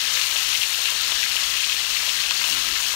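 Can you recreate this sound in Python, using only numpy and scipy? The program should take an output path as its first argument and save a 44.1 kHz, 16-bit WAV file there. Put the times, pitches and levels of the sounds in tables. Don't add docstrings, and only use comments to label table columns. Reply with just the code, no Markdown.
import sys
import numpy as np
from scipy import signal
from scipy.fft import rfft, irfft
from scipy.io import wavfile

SR = 44100
rng = np.random.default_rng(int(sys.argv[2]) if len(sys.argv) > 2 else 0)


def output_pcm(signal):
    pcm = np.clip(np.atleast_2d(signal).T, -1, 1) * 32767
    wavfile.write(sys.argv[1], SR, np.round(pcm).astype(np.int16))


N = 130095

# f/Hz, level/dB
SIZZLE_COLOUR = [(100, -26.5), (300, -51), (430, -24.5), (620, -25), (820, -20.5), (1050, -13), (1400, -11),
                 (1900, -7), (2350, -6.5), (2600, -1.85), (2900, -0.5), (3500, -2.5), (4400, -1.5),
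                 (4900, -7.5), (5350, -3.5), (5750, -5), (6050, -7.5), (6650, -5), (7400, -11),
                 (9700, -13.5), (10400, -18.5), (11100, -15), (12300, -15.5), (15700, -18.5)]
# t/s, level/dB
FRYING_LEVEL = [(0, -25.5), (.11, -25.5), (.15, -24), (.23, -26), (.28, -26), (.39, -25.5), (.6, -26.5),
                (.68, -27.5), (.8, -26.5), (.91, -26), (.98, -25.5), (1.1, -25.5), (1.3, -25.5), (1.5, -26),
                (1.72, -26.5), (1.85, -26.5), (2.1, -25.5), (2.27, -26.5), (2.55, -26), (2.95, -26.5)]
# t/s, level/dB
TREBLE_LEVEL = [(0, -1.5), (.1, 0), (.3, 1), (.46, 0.5), (.62, 3.5), (.8, 2), (1.0, -1.5), (1.3, -0.2),
                (1.9, 0), (2.1, 0.5), (2.3, -1), (2.5, 2.5), (2.73, -.5), (2.84, 2), (2.95, .3)]
# f/Hz, level/dB
RUMBLE_COLOUR = [(15, -33), (26, -27), (39, 2), (52, -2), (72, -9), (110, -7.5), (160, -13.5), (300, -21.5),
                 (600, -33), (3000, -41)]
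# f/Hz, relative level/dB, time to fade by 60 dB/s
PAN_MODES = [(368.5, -13, 0.15), (525, -7.5, 0.24), (692, -9.5, 0.36), (786, -3.5, 0.14), (893, -1.5, 0.11),
             (1054, 4, 0.078), (1297, 2.5, 0.081), (1648, 3.5, 0.13), (2660, 6.5, 0.074), (4650, -4, 0.026)]
# t/s, peak level/dB, centre f/Hz
KNOCKS = [(0.1675, -19, 1700), (.3578, -26, 855), (0.789, -32, 800), (.9225, -27, 910), (1.1199, -20, 1050),
          (1.357, -29.5, 786), (1.4252, -29.5, 925), (2.0304, -26.5, 1010), (2.08, -32, 860),
          (2.311, -17, 1290), (2.4142, -15, 1600), (2.44, -16.5, 1470), (2.488, -27, 900),
          (2.6688, -30, 895), (2.8005, -18.5, 1400), (2.9403, -24.5, 960)]
# t/s, level/dB, centre f/Hz before colouring, length/s
SPITS = [(.168, -26, 2160, .008), (0.184, -28.5, 1900, .011), (0.211, -27, 2540, .008),
         (0.309, -26, 2920, .005), (.357, -25.5, 3020, 0.011), (.447, -27, 3060, 0.0058),
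         (.528, -24, 3020, 0.007), (0.55, -23.5, 2720, .008), (0.614, -23, 2980, .008),
         (0.629, -22.5, 2860, 0.0086), (0.726, -29, 2260, .007), (0.744, -24, 2780, .006),
         (0.817, -24.5, 3200, 0.0045), (0.853, -24, 2930, .008), (0.884, -26, 2300, 0.0047),
         (1.116, -24, 2830, .008), (1.227, -23, 2380, .006), (1.363, -23.5, 2600, 0.0085),
         (1.428, -40, 4000, .005), (1.438, -24, 3360, .005), (1.568, -25, 2640, .008),
         (1.597, -27, 2920, 0.0097), (1.632, -25, 2320, .007), (1.641, -23, 3230, .006),
         (1.693, -24, 2820, 0.0089), (1.719, -24, 2340, 0.0057), (1.964, -24, 2280, 0.0064),
         (2.087, -28, 3120, 0.0089), (2.236, -27, 2310, .006), (2.305, -31, 3600, .007),
         (2.392, -30, 3400, 0.0059), (2.412, -29, 2480, 0.0062), (2.438, -23.5, 2670, .006),
         (2.491, -30, 2980, 0.0099), (2.524, -24, 3030, 0.0058), (2.758, -32, 1690, 0.011)]
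# t/s, peak level/dB, centre f/Hz before colouring
SNAPS = [(0.2154, -12, 3000), (0.2208, -11, 4000), (0.234, -17, 4500), (0.244, -15, 4500),
         (0.252, -15, 4500), (.271, -13, 11000), (0.619, -17, 3800), (.637, -17, 2600), (.8566, -16, 3200),
         (0.8974, -13, 4500), (0.9044, -10, 12000), (1.0189, -14, 13000), (1.1071, -11, 10000),
         (1.2071, -15, 4500), (1.3595, -11, 8600), (1.6625, -12, 4500), (1.9707, -22, 3500),
         (2.3087, -8.5, 4200), (2.4404, -24, 3000), (2.4998, -9, 6000)]
# t/s, length/s, level of the slip tone/dB, slip f/Hz
DRAGS = [(1.001, 0.19, -60, 322), (2.475, 0.155, -51, 257.5), (2.632, 0.13, -53, 304)]
# f/Hz, level/dB
RUB_COLOUR = [(20, -10), (42, 14), (75, -6), (120, -2), (180, -0.5), (350, -1), (470, -9), (1000, -40),
              (4000, -60)]

POPS_PER_S, POP_SPREAD_DB, POP_MAX_DB, POP_OCTAVES, POP_DB = 14000, 2, 12, 0.43, -0.7
CLUMP_S, CLUMP_DB, SURGE_S, SURGE_DB = 0.008, 1.2, 0.017, 0.07
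HISS_DB, PAN_RING_DB, TREBLE_HZ = -7, -46.5, 6600
BUBBLES_PER_S, BUBBLE_LOW_HZ, BUBBLE_HIGH_HZ, BUBBLE_CYCLES, BUBBLE_DB = 450, 1001, 6017, 10.2, -8.5
RUMBLE_DB, HUM_HZ, HUM_DB = -59.5, 58, -60.5
KNOCK_RING_DB, KNOCK_OCTAVES, BOUNCE_S, BOUNCE_DB = -14, 0.72, 0.00196, -10.5
SPIT_PER_S, SPIT_OCTAVES, SNAP_OCTAVES = 2000, 0.38, 1
SLIP_JITTER, RUB_DB = 0.047, 3.5
ROOM_T60_S, ROOM_DB = 0.15, -6
MIC_GAIN_DB, EDGE_HZ = 5.5, 15740


def amp(db):
    return 10 ** (np.asarray(db) / 20)


def unit(x):
    return x / np.sqrt(np.mean(x ** 2) + 1e-20)


def bins():
    return np.fft.rfftfreq(4096, 1 / SR) + 1


def colour(points):
    hz, db = np.transpose(points)
    return amp(np.interp(np.log(bins()), np.log(hz), db))


def bump(hz, octaves):
    return np.exp(-0.5 * (np.log2(bins() / hz) / octaves) ** 2)


def click(gain):
    cepstrum = irfft(np.log(np.maximum(gain, 1e-5)))
    half = len(cepstrum) // 2
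    cepstrum[1:half] *= 2
    cepstrum[half + 1:] = 0
    return irfft(np.exp(rfft(cepstrum)))[:half]


def ring(x, impulse):
    return signal.fftconvolve(x, impulse)[:len(x)]


def level(points):
    return amp(np.interp(np.arange(N) / SR, *np.transpose(points)))


def wander(seconds):
    hz = np.fft.rfftfreq(N, 1 / SR)
    noise = rfft(rng.standard_normal(N))
    return unit(irfft(noise * np.exp(-(hz * seconds) ** 2), N))


def add(mix, s, sound):
    part = mix[max(round(s * SR), 0):][:len(sound)]
    part += sound[:len(part)]


def bursts(per_s):
    size = amp(np.minimum(POP_SPREAD_DB * rng.exponential(1, N), POP_MAX_DB))
    sign = rng.choice([-1, 1], N)
    return size * sign * (rng.random(N) < per_s / SR)


def room(x):
    t = np.arange(SR // 4) / SR
    taps = rng.choice([-1, 1], len(t)) * (rng.random(len(t)) < 2000 / SR)
    taps = taps * (t > 0.002) * amp(-60 * t / ROOM_T60_S)
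    return x + amp(ROOM_DB) * ring(x, taps / np.linalg.norm(taps))


def pan_impulse():
    t = np.arange(SR // 4) / SR
    return sum(amp(db - 60 * t / t60) * np.sin(2 * np.pi * hz * t) for hz, db, t60 in PAN_MODES)


def bubbles(count=28):
    t, out = np.arange(SR // 30) / SR, np.zeros(N)
    for hz in np.geomspace(BUBBLE_LOW_HZ, BUBBLE_HIGH_HZ, count):
        blip = np.sin(2 * np.pi * hz * t) * np.exp(-hz * t / BUBBLE_CYCLES)
        strength = np.interp(hz, bins(), colour(SIZZLE_COLOUR))
        out += strength * unit(ring(bursts(BUBBLES_PER_S / count), blip))
    return unit(room(out))


def sizzle(count=16):
    sizes = np.array([bump(hz, POP_OCTAVES) for hz in np.geomspace(600, 15000, count)])
    sizes /= np.sqrt((sizes ** 2).sum(0))
    tone = colour(SIZZLE_COLOUR)
    pops = np.zeros(N)
    for size in sizes:
        clumped = bursts(POPS_PER_S / count) * amp(CLUMP_DB * wander(CLUMP_S))
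        pops += room(ring(unit(clumped), click(tone * size)))
    hiss = ring(rng.standard_normal(N), click(tone))
    fry = amp(POP_DB) * unit(pops) + amp(HISS_DB) * unit(hiss) + amp(BUBBLE_DB) * bubbles()
    fry = fry * level(FRYING_LEVEL) * amp(SURGE_DB * wander(SURGE_S))
    high_pass = signal.butter(2, TREBLE_HZ, "high", fs=SR, output="sos")
    treble = signal.sosfiltfilt(high_pass, fry)
    pan_ring = amp(PAN_RING_DB) * unit(ring(bursts(POPS_PER_S), pan_impulse()))
    return fry + treble * (level(TREBLE_LEVEL) - 1) + pan_ring


def kitchen():
    hum = unit(np.sin(2 * np.pi * HUM_HZ * np.arange(N) / SR))
    rumble = unit(ring(rng.standard_normal(N), click(colour(RUMBLE_COLOUR))))
    return amp(RUMBLE_DB) * rumble + amp(HUM_DB) * hum


def knocks():
    out, pan = np.zeros(N), pan_impulse()
    for s, db, hz in KNOCKS:
        tick = click(bump(hz, KNOCK_OCTAVES) + amp(-50))
        tick = amp(db) * tick / abs(tick).max()
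        add(out, s, tick)
        add(out, s + BOUNCE_S, amp(BOUNCE_DB) * tick)
        add(out, s, amp(db + KNOCK_RING_DB) * pan / abs(pan).max())
    return out


def spits():
    out = np.zeros(N)
    for s, db, hz, length in SPITS:
        n, strikes = max(int(length * SR), 2), np.zeros(SR // 10)
        place, side = rng.random((2, 64))
        count = int(np.clip(length * SPIT_PER_S, 2, len(place)))
        when = ((np.arange(count) + place[:count]) / count * n).astype(int)
        strikes[when] = np.sign(side[:count] - 0.5)
        volley = ring(strikes, click(colour(SIZZLE_COLOUR) * bump(hz, SPIT_OCTAVES)))
        add(out, s, amp(db) * volley * np.sqrt(n) / np.linalg.norm(volley))
    return out


def snaps():
    out = np.zeros(N)
    for s, db, hz in SNAPS:
        crack = click(colour(SIZZLE_COLOUR) * bump(hz, SNAP_OCTAVES))
        add(out, s, -amp(db) * crack / abs(crack).max())
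    return out


def drags():
    out = np.zeros(N)
    for s, length, db, hz in DRAGS:
        n = int(length * SR)
        slip_hz = hz * (1 + SLIP_JITTER * wander(0.029))
        slip = unit(np.sin(2 * np.pi * np.cumsum(slip_hz) / SR))
        rub = unit(ring(rng.standard_normal(N), click(colour(RUB_COLOUR))))
        groan = (slip + amp(RUB_DB) * rub)[:n]
        add(out, s, amp(db) * groan * signal.windows.tukey(n, 0.5))
    return out


def scene():
    pan = sizzle() + room(knocks() + spits() + snaps() + drags())
    return np.array([pan + kitchen(), np.zeros(N)])


def record(dry):
    low_pass = signal.firwin(1201, EDGE_HZ, window=("kaiser", 9), fs=SR)
    return signal.oaconvolve(amp(MIC_GAIN_DB) * dry, low_pass[None], "same", axes=1)


dry = scene()
out = record(dry)
output_pcm(out)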